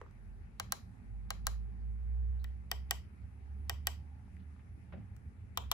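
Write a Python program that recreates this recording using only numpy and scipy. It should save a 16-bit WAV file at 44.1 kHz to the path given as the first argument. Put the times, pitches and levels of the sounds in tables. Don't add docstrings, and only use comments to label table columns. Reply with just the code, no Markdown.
import sys
import numpy as np
from scipy import signal
from scipy.io import wavfile

SR = 44100
rng = np.random.default_rng(int(sys.argv[2]) if len(sys.argv) > 2 else 0)


def transcribe(signal):
    frames = np.atleast_2d(signal).T
    limited = np.clip(frames, -1, 1)
    pcm = np.round(limited * 32767).astype(np.int16)
    wavfile.write(sys.argv[1], SR, pcm)


def level_to_linear(level):
    exponent = np.asarray(level, float) / 20
    return 10 ** exponent


N = 252693

FLOOR_TOP_HZ = 12700
# pitch in Hz, likeness from -1 to 1.
LIKENESS = [(60, .95), (105, .88), (190, .8), (350, .55), (570, -.45), (850, .1), (1250, -.15), (2000, -.2),
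            (3100, .1), (6800, -.2), (15000, .2)]
# pitch in Hz, left over right in dB.
LEANING = [(60, 2), (110, -5), (200, -4), (380, 3.5), (700, -3), (1290, 2), (2380, 9), (4400, 1.5),
           (8120, -2), (15000, -2.5)]


def rms_one(x):
    return x / np.sqrt(np.mean(x ** 2) + 1e-20)


def in_time(rows):
    s, *columns = np.transpose(rows)
    return [np.interp(np.arange(N) / SR, s, c) for c in columns]


def at_hz(points, hz, column=1):
    points = np.array(points)
    return np.interp(np.log(hz), np.log(points[:, 0]), points[:, column])


def band(x, low_hz, high_hz):
    edges_hz = [low_hz, min(high_hz, .49 * SR)]
    return signal.sosfilt(signal.butter(2, edges_hz, "band", fs=SR, output="sos"), x)


def drift(rate_hz):
    r = np.exp(-80 * np.pi * rate_hz / SR)
    steps = rng.standard_normal(N // 40 + 2002)
    slow = signal.lfilter([1], [1, -2 * r, r * r], steps)[2000:]
    return np.interp(np.arange(N) / 40, np.arange(len(slow)), rms_one(slow))


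def sides(left_right_db):
    return level_to_linear(np.array([[.5], [-.5]]) * left_right_db)


def two_ports(mid, side, hz):
    alike = np.clip(at_hz(LIKENESS, hz), -.95, .99)
    apart = np.sqrt((1 - alike) / (1 + alike))
    return mid + apart * side * [[1], [-1]]


def add(out, sound, s):
    i = round(s * SR)
    out[:, i:i + sound.shape[1]] += sound[:, :N - i]


def button(snaps, modes, room_db, low_db, rebound_db, breathes):
    rebound_s, port_lag_s = .0042, .00025
    near, spread, t = np.zeros((2, N)), np.zeros((2, N)), np.arange(3000) / SR
    hz, level_db, t60, lean_db, lead = np.transpose(sorted(modes))[:, :, None]

    as_one = breathes & (hz > 860) & (hz < 1200)
    sign = -np.cumprod(np.where(as_one & np.roll(as_one, 1), 1, -1), axis=0)
    key = (hz > 2000) & (hz < 3900)

    swell = 1 - np.exp(-(t * (hz * 0.85 + 900)) ** 2)
    breath_db = -5 + 7 * np.log2(hz / 1050)
    breath = level_to_linear(breath_db) * (1 - np.exp(-(t / .0013) ** 2))
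    swell = np.where(as_one, breath, swell)

    chirp = np.sin(2 * np.pi * 15000 * t / (1 + t / .0012))
    crack = band(level_to_linear(-60 * t / 0.0057) * chirp, 3000, 17500)
    crack = np.array([np.interp(t - port_lag_s, t, crack), crack])
    crack = crack / np.abs(crack).max()

    chances = rng.standard_normal((len(snaps), 2, len(modes), 1))
    for (s, peak_db, tilt_db, crack_db, key_db), chance in zip(snaps, chances):
        scatter_db, slip = .6 * chance[0], .08 * chance[1]
        bright_db = tilt_db * np.log2(np.minimum(hz, 12500) / 3000)
        mode_db = level_db + bright_db + key_db * key + scatter_db
        height = sign * level_to_linear(mode_db - 60 * t / t60) * swell
        turn = 2 * np.pi * hz * t + slip
        left = np.sum(height * level_to_linear(lean_db / 2) * np.sin(turn + lead), axis=0)
        right = np.sum(height / level_to_linear(lean_db / 2) * np.sin(turn), axis=0)
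        left *= np.clip((t - port_lag_s) / 0.00016, 0, 1)
        snap = level_to_linear(peak_db) * (0.34 * np.array([left, right]) + level_to_linear(crack_db) * crack)

        first = level_to_linear(room_db - 60 * t / 0.014)
        add(spread, (snap + level_to_linear(low_db) * band(snap, 250, 800)) * first, s - .0002)

        late = round(rebound_s * SR)
        snap[:, late:] += level_to_linear(rebound_db) * band(snap[:, :-late], 1300, 14000)
        add(near, snap, s - .0002)

        creak = band(rng.standard_normal((2, 900)), 2200, 4200) * np.exp(-t[899::-1] / 0.013)
        add(near, level_to_linear(peak_db - 40) * creak, s - t[900])
    return np.array([near, spread])


def panel():
    # start in seconds, peak in dB, brightness in dB per octave, crack in dB,
    # extra level of the modes from 2 to 3.9 kHz in dB.
    top_snaps = [
        (.59823, -23, 0.67, -18, 4),
        (.72178, -18, 2.5, -24, -1.1),
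        (1.3049, -23, .5, -17, 4),
        (1.4681, -17.5, 2.1, -24, -1),
    ]
    middle_snaps = [
        (2.4424, -44.5, 3.8, -10, 3),
        (2.7146, -21, 1.3, -20, 0.9),
        (2.9091, -17.5, 1.64, -2.5, -0.5),
        (3.6956, -21.5, 1.2, -11, 0.3),
        (3.87, -18, 2, -2.5, 0.1),
    ]
    bottom_snaps = [
        (5.5738, -19, 1.6, -26, 1.1),
        (5.715, -16, 2.4, -10.5, 1.9),
    ]
    # pitch in Hz, level in dB, time to die by 60 dB in
    # seconds, left over right in dB, lead of the left in radians.
    top_modes = [(393.0, -17.7, 0.0403, -2.5, -1.65), (513.0, -14.8, 0.0934, -0.2, -2.79),
                 (551.0, -19.7, 0.0552, 3.6, 1.82), (638.0, -10.4, 0.0692, -6.0, -2.85),
                 (706.0, -14.1, 0.0499, -7.3, -2.68), (800.0, -5.5, 0.0616, 8.5, 2.44),
                 (890.0, 5.1, 0.0122, 10.3, 2.21), (1069.0, -1.4, 0.0317, 12.9, 0.85),
                 (1158.0, -1.4, 0.0222, -1.4, 0.09), (1261.0, -1.1, 0.0195, 5.8, 1.61),
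                 (1515.0, -0.7, 0.0125, -2.8, 1.0), (1592.0, -5.5, 0.0503, 4.3, 1.85),
               (1898.0, -9.6, 0.0343, 8.0, 0.95), (2018.0, -17.1, 0.0347, 2.7, -0.83),
               (2175.0, -3.1, 0.0103, -1.7, 1.99), (2543.0, -21.9, 0.0367, -4.8, -2.71),
               (2750.0, -12.9, 0.0291, -4.0, -2.88), (2932.0, -17.0, 0.0346, 9.8, -2.72),
               (3177.0, -9.4, 0.0298, 1.0, -3.04), (3533.0, -21.2, 0.0252, 0.1, 1.56),
                 (4108.0, 3.0, 0.0089, -0.4, -1.12), (4677.0, -14.3, 0.025, 11.0, 0.56),
                (5337.0, -0.4, 0.0056, 2.4, 0.91), (6043.0, -2.4, 0.0104, 12.2, -0.61),
                (6528.0, -4.8, 0.009, -7.3, 3.12), (6927.0, 4.7, 0.0038, 3.3, 0.04),
                (7808.0, -10.6, 0.0144, 3.1, -1.91), (8898.0, 0.1, 0.0041, 3.2, -2.17),
                (10153.0, -2.4, 0.0033, -4.0, 1.09), (11028.0, -4.1, 0.0081, 2.6, 0.21),
                (11602.0, -12.2, 0.0151, -0.5, -0.04), (12126.0, 9.1, 0.0019, 8.7, -1.19),
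                (13254.0, -0.4, 0.014, 0.1, -3.14), (14852.0, -1.8, 0.0053, 3.9, 0.83),
                 (15000, -7.5, 0.0013, 3, .5), (15600, -5, .005, 1, .5)]
    middle_modes = [(376.0, -21.3, 0.0833, -0.1, -0.19), (483.0, -10.1, 0.0305, 3.0, 1.41),
                    (588.0, -7.0, 0.0168, 7.2, 0.45), (705.0, -10.6, 0.0642, -3.8, -0.02),
                    (794.0, -10.5, 0.0738, 1.7, 0.01), (900.0, -11.9, 0.0252, 4.4, 0.42),
                    (1091.0, -4.2, 0.0245, 10.8, 1.13), (1113.0, -10.6, 0.061, 3.1, 0.11),
                    (1223.0, -5.6, 0.0215, 1.6, 1.54), (1490.0, -1.0, 0.0081, 5.2, 1.02),
                    (1570.0, -6.0, 0.0489, 1.7, 1.66), (1865.0, -3.4, 0.0382, 7.9, 0.35),
                  (1956.0, -4.2, 0.024, -5.8, 0.32), (2396.0, -5.7, 0.0166, 0.2, 0.96),
                  (2587.0, -7.2, 0.0323, -3.6, 2.58), (2936.0, -2.4, 0.0222, -3.1, -2.56),
                  (3165.0, 5.6, 0.0101, -0.7, 3.04), (3316.0, -0.9, 0.0137, -3.7, -1.44),
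                  (3572.0, -0.1, 0.0091, 6.2, -2.89), (3731.0, -9.3, 0.0199, -0.9, -1.27),
                    (4520.0, -0.1, 0.0116, 2.6, 0.12), (4911.0, -8.7, 0.0132, -9.9, -1.53),
                   (5268.0, 1.4, 0.0071, 14.0, 1.05), (6020.0, -5.8, 0.0131, 2.3, -0.15),
                   (7225.0, -9.9, 0.0201, -0.7, -0.25), (7905.0, -1.9, 0.0069, 10.0, -1.82),
                   (10250.0, -13.5, 0.0133, -1.4, 0.48), (10444.0, -15.8, 0.0093, -4.0, 2.26),
                   (11445.0, -13.3, 0.0074, -6.3, -0.07), (11468.0, 5.3, 0.0027, 1.9, 0.93),
                   (12125.0, 6.4, 0.0042, 4.6, -1.7), (12689.0, 9.6, 0.0016, -5.5, -2.04),
                   (13303.0, 11.1, 0.0033, 5.2, -2.9), (15632.0, -8.0, 0.005, -1.4, -0.26),
                    (13930, 0.2, 0.0056, 1, 1.2), (14200, 2.5, .006, 0.83, 1), (14600, -1, 0.0057, 2, 1.5),
                  (15900, -6.5, .004, 1, 0.48)]
    bottom_modes = [(417.0, -16.6, 0.0766, 2.4, 0.9), (447.0, -14.4, 0.0406, 5.8, 0.65),
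                    (494.0, -13.7, 0.0536, 0.7, 0.6), (612.0, -18.3, 0.0563, 7.9, 0.7),
                    (700.0, -9.0, 0.0408, 0.5, -0.23), (845.0, -4.9, 0.0305, 3.1, 2.42),
                    (1001.0, 2.9, 0.0249, 8.1, 1.89), (1074.0, 0.8, 0.0395, 10.3, 1.02),
                    (1162.0, -3.6, 0.0402, 12.7, 0.15), (1346.0, -1.3, 0.0162, 4.1, 1.32),
                    (1544.0, -10.3, 0.0221, 8.1, -1.93), (1671.0, -9.1, 0.0254, 8.4, 2.78),
                  (1959.0, -16.2, 0.0288, 2.2, 0.06), (2055.0, -19.2, 0.0322, -2.1, 2.85),
                  (2385.0, -11.9, 0.0241, -1.5, 2.02), (2575.0, -15.4, 0.0294, -2.9, -3.09),
                  (2829.0, -10.1, 0.0217, 6.0, -2.22), (2946.0, -4.9, 0.0154, 1.1, 3.09),
                  (3193.0, -3.0, 0.0212, -4.1, -2.04), (3655.0, -3.0, 0.0133, -2.1, -1.86),
                    (4179.0, -2.0, 0.0068, 0.1, -1.2), (4684.0, -12.4, 0.0168, -1.3, 1.42),
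                   (5310.0, -3.7, 0.0087, 7.4, 2.21), (5797.0, -12.1, 0.0156, 14.0, 0.66),
                   (6397.0, 2.8, 0.0027, 8.4, 2.41), (7301.0, -15.6, 0.0113, -14.0, 0.17),
                   (7877.0, -3.7, 0.0052, 5.5, 2.67), (10007.0, -8.5, 0.0039, 7.8, 1.6),
                   (11152.0, -23.5, 0.014, 0.5, -0.84), (11176.0, -0.8, 0.0018, 0.0, -0.76),
                   (12323.0, -6.5, 0.0032, 6.9, -1.71), (13057.0, 8.0, 0.0049, -0.1, 3.05),
                   (13157.0, 9.2, 0.0047, 0.5, 3.01), (14638.0, 1.3, 0.0024, 8.0, 1.28),
                    (1120, -16, .07, 7.2, 0.39), (14070, -2.2, 0.0061, 3, 0.56), (15870, -10, .005, 3, 0.94)]

    top = button(top_snaps, top_modes,
                 room_db=4.5, low_db=-9.0, rebound_db=-21.0, breathes=True)
    middle = button(middle_snaps, middle_modes,
                    room_db=5.5, low_db=8.5, rebound_db=-23.0, breathes=False)
    bottom = button(bottom_snaps, bottom_modes,
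                    room_db=5.5, low_db=10.5, rebound_db=-10.5, breathes=True)
    return top + middle + bottom


def knocks():
    # start in seconds, peak in dB, pitch in Hz, left over right in dB.
    knock_rows = [(.0142, -45, 1900, -10), (.0144, -34, 1090, -3), (.016, -35, 475, 6),
                  (.0181, -41, 475, 6), (.0395, -51, 1100, -7), (.0635, -47, 1100, -8),
                  (.111, -59, 900, -3), (2.4432, -46, 1300, 5), (2.444, -52.5, 3860, 21),
                  (2.4462, -43, 1900, 8), (2.4478, -44, 1900, 8), (4.28, -53.5, 855, -1),
                  (4.366, -60, 2420, 6), (4.368, -53, 2000, 10), (4.563, -56, 1180, 11),
                  (4.925, -57, 1600, 4), (4.924, -57, 2400, 4), (4.925, -48, 744, 1), (4.927, -44, 300, 1),
                  (4.941, -36, 125, -3), (4.963, -34, 110, -3), (5.0, -33, 125, -3), (5.166, -55, 1470, 4)]
    # start in seconds, peak in dB, highest pitch in Hz.
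    tick_rows = [
        (0.015, -56, 10500),
        (.111, -64, 12400),
        (4.367, -68, 10500),
        (5.165, -56, 17000),
    ]
    out, t = np.zeros((2, N)), np.arange(2000) / SR
    for s, peak_db, hz, lean_db in knock_rows:
        t60 = 0.0075 * (1000 / hz) ** 0.24
        ring = np.sin(2 * np.pi * hz * t) * (1 - np.exp(-t * hz * 3.4))
        add(out, sides(lean_db) * level_to_linear(peak_db - 60 * t / t60) * ring, s)
    for s, peak_db, top_hz in tick_rows:
        burst = band(band(rng.standard_normal((2, len(t))), 1200, top_hz), 700, top_hz)
        add(out, level_to_linear(peak_db - 60 * t / 0.0091) * burst, s)
    return out


def thuds():
    # start in seconds, level in dB, lowest pitch in Hz, highest pitch in Hz,
    # time to die by 60 dB in seconds.
    thud_rows = [(0.011, -65, 1400, 3000, 0.083), (2.392, -80.5, 3700, 4500, 0.52),
                 (4.392, -73.5, 1590, 4400, 0.18), (4.59, -70, 510, 2970, 0.17),
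                 (4.77, -55, 145.7, 298, 0.14), (4.922, -57.5, 480, 2620, 0.28),
                 (4.927, -46, 110, 280, 0.29), (4.983, -44, 95, 230, 0.16), (4.935, -55, 350, 720, 0.22),
                 (5.5, -56, 82, 140, 0.31)]
    out, t = np.zeros((2, N)), np.arange(15000) / SR
    for s, level_db, low_hz, high_hz, t60 in thud_rows:
        mid, side = rng.standard_normal((2, len(t)))
        lumps_db = 3 * drift(60)[:len(t)]
        noise = mid + 0.68 * side * [[1], [-1]]
        burst = rms_one(band(band(noise, low_hz, high_hz), low_hz, high_hz))
        onset = 1 - np.exp(-t / 0.0016)
        add(out, burst * level_to_linear(level_db + lumps_db - 60 * t / t60) * onset, s)
    return out


def bedroom(x):
    # pitch in Hz, time to die by 60 dB in seconds, level in dB.
    decay = [(400, 0.16, -21), (1000, 0.2, -29.5), (2010, 0.25, -32), (2730, 0.22, -31),
             (3470, 0.22, -33.5), (4000, .2, -35), (4500, 0.28, -38.5), (6000, .21, -38), (7460, 0.18, -35),
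             (9000, 0.089, -33.5), (10600, 0.21, -40.5), (12180, 0.24, -51), (13300, 0.32, -46.5),
             (14460, .2, -41), (16200, 0.12, -55)]
    # pitch in Hz, time to die by 60 dB in seconds, level in dB.
    box_rings = [
        (2970, .15, -58),
        (4690, 0.19, -54),
    ]
    t, edges, reply = np.arange(SR // 2) / SR, np.geomspace(300, 17500, num=40), 0
    white = rng.standard_normal((2, 2, len(t)))
    for k, (low, high) in enumerate(zip(edges, edges[1:])):
        hz = np.sqrt(low * high)
        fade_db = at_hz(decay, hz, column=2) - 60 * t / at_hz(decay, hz)
        reply = reply + band(white[k % 2], low, high) * level_to_linear(fade_db)

    airy = signal.sosfilt(signal.cheby1(5, 1, (13850, 15650), "band", fs=SR, output="sos"), reply)
    airy = airy / (1 + (t / .085) ** 8)
    reply = signal.sosfilt(signal.cheby1(10, 1, FLOOR_TOP_HZ, fs=SR, output="sos"), reply) + airy
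    for hz, t60, db in box_rings:
        reply = reply + level_to_linear(db - 60 * t / t60) * rms_one(band(white[0], .95 * hz, 1.05 * hz))

    nearby = 1.3 * level_to_linear(-60 * t / 0.065) * (t > .005)
    build_up = 1 - np.exp(-(t / .034) ** 1.4)
    reply = nearby * band(reply, 100, 7000) + reply * build_up
    return signal.fftconvolve(x, reply, axes=1)[:, :N]


def engine():
    # time in seconds, firing pitch in Hz.
    firing = [(0, 44.3), (.9, 48.4), (1.2, 52.8), (2.2, 61), (2.7, 63.8), (3.45, 69.4), (4.4, 75.2),
              (5.3, 79.5)]
    # pitch in Hz, half width in Hz, level in dB.
    wall_modes = [(45.7, 0.43, -52.5), (52.37, 0.93, -43.5), (55.78, 0.99, -39), (58.36, 0.46, -39.5),
                  (61.03, 1.22, -34), (64.47, 0.33, -42.5), (65.65, 0.45, -46), (67.84, 0.34, -49),
                  (70.52, 0.94, -43.5), (72.23, 0.34, -50.5), (73.1, 1.3, -54.5), (75.3, 0.44, -52),
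                  (76.86, 0.47, -57.5), (77.8, 0.076, -53)]
    gear_s, gear_hz, sag_hz_per_s = 5.55, 78.2, 90
    leak_db = -60.5
    surge_db, surge_after_s, surge_width_s = -44.5, 0.099, 0.045
    after = np.arange(N) / SR - gear_s
    hz = np.where(after < 0, in_time(firing)[0], gear_hz - sag_hz_per_s * after)
    level = level_to_linear(leak_db)
    for top_hz, width_hz, db in wall_modes:
        level = level + level_to_linear(db) * np.exp(-.5 * ((hz - top_hz) / width_hz) ** 2) * (after < 0)
    level = level + level_to_linear(surge_db) * np.exp(-.5 * ((after - surge_after_s) / surge_width_s) ** 2)
    turn = 2 * np.pi * np.cumsum(hz) / SR + 0.22 * drift(12.0)
    left_lags = np.clip(1.0 - 0.05 * (hz - 60), 0, 1.2)
    return np.sqrt(2) * level * sides(-3.6) * np.sin(turn - left_lags * [[1], [0]])


def banded_noise(spectrum, patchy_db):
    low_end, high_end = spectrum[0][0], spectrum[-1][0]
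    edges = np.geomspace(low_end, high_end, round(3 * np.log2(high_end / low_end)))
    out = 0
    white = rng.standard_normal((2, 2, N + 8000))
    for k, (low, high) in enumerate(zip(edges, edges[1:])):
        mid, side = band(white[k % 2], low, high)[:, 8000:]
        hz = np.sqrt(low * high)
        gain = level_to_linear(at_hz(spectrum, hz) + patchy_db * drift(8.8)) * sides(at_hz(LEANING, hz))
        out = out + gain * two_ports(mid, side, hz)
    return out / np.sqrt(np.mean(out.mean(axis=0) ** 2))


def ventilation_hiss():
    # pitch in Hz, level in dB per Hz.
    spectrum = [(200, -30), (290, -3), (400, 1), (545, -19), (620, -7.5), (800, -13), (1100, -10),
                (1900, -12), (2550, -15), (3000, -20.5), (4500, -21), (8100, -26.5), (11200, -29.5),
                (12400, -28.5), (13500, -40)]
    level_db = -78.5 + 4 * np.exp(-np.arange(N) / SR / 0.14)
    hiss = level_to_linear(level_db) * banded_noise(spectrum, patchy_db=1.66)
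    duct = signal.cheby1(6, 1, 2650, fs=SR, output="sos")
    return hiss + signal.sosfiltfilt(duct, hiss)


def whistles():
    # pitch in Hz, width in Hz, level in dB.
    tones = [(9370, 150, -98.5), (10440, 340, -95), (10040, 3000, -90.5), (261.2, 0.42, -75.5),
             (190.1, 23, -66), (228.8, 12, -75.5), (820, 170, -79)]
    out, t = 0, np.arange(N) / SR
    for hz, width_hz, level_db in tones:
        mid, side = rng.standard_normal((2, N))
        r = np.exp(-np.pi * width_hz / SR)
        poles = [1, -2 * r * np.cos(2 * np.pi * hz / SR), r * r]
        sound = two_ports(mid, side, hz)
        for _ in range(2):
            sound = signal.lfilter([1], poles, sound)
        swell_db = 2.6 * drift(2.5)
        on = np.clip((t - 0.096 * (hz > 5000)) / .03, 0, 1)
        out = out + on * level_to_linear(level_db + swell_db) * rms_one(sound) * sides(at_hz(LEANING, hz))
    return out


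def town_rumble():
    # pitch in Hz, level in dB per Hz.
    spectrum = [(15, -34.5), (30, -19.5), (45, 0.5), (80, 8.5), (105, 7.5), (150, -11), (190, 1),
                (230, -14.5), (260, -25), (300, -28), (400, -38)]
    # time in seconds, level in dB.
    traffic = [(0.0, -61.5), (0.61, -58), (0.78, -58), (1.23, -60.5), (1.74, -57.5), (2.01, -60.5),
               (2.23, -60), (2.34, -60), (3.02, -60), (3.67, -57.5), (4.63, -59.5), (5.01, -58.5),
               (5.25, -57.5), (5.73, -57.5)]
    traffic_db, = in_time(traffic)
    level_db = -53.5 + .8 * (traffic_db - traffic_db.mean()) + 1.14 * drift(3.4)
    return level_to_linear(level_db) * banded_noise(spectrum, patchy_db=1.55)


def scene():
    near, spread = panel()
    small = knocks()
    room = bedroom(spread + level_to_linear(-1.0) * small)
    ducts = signal.butter(8, FLOOR_TOP_HZ, fs=SR, output="sos")
    air = signal.sosfilt(ducts, ventilation_hiss() + whistles())
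    return near + small + room + thuds() + engine() + town_rumble() + air


def low_pass(x):
    return signal.sosfilt(signal.butter(12, 17080, fs=SR, output="sos"), x)


def record(dry):
    faded_in = dry * (1 - np.exp(-np.arange(N) / SR / 0.00081))
    notched = signal.sosfilt(signal.butter(2, (13050, 13400), "bandstop", fs=SR, output="sos"), faded_in)
    cut = signal.sosfilt(signal.cheby2(12, 70, 17300, fs=SR, output="sos"), notched)
    return low_pass(cut)


dry = scene()
out = record(dry)
transcribe(out)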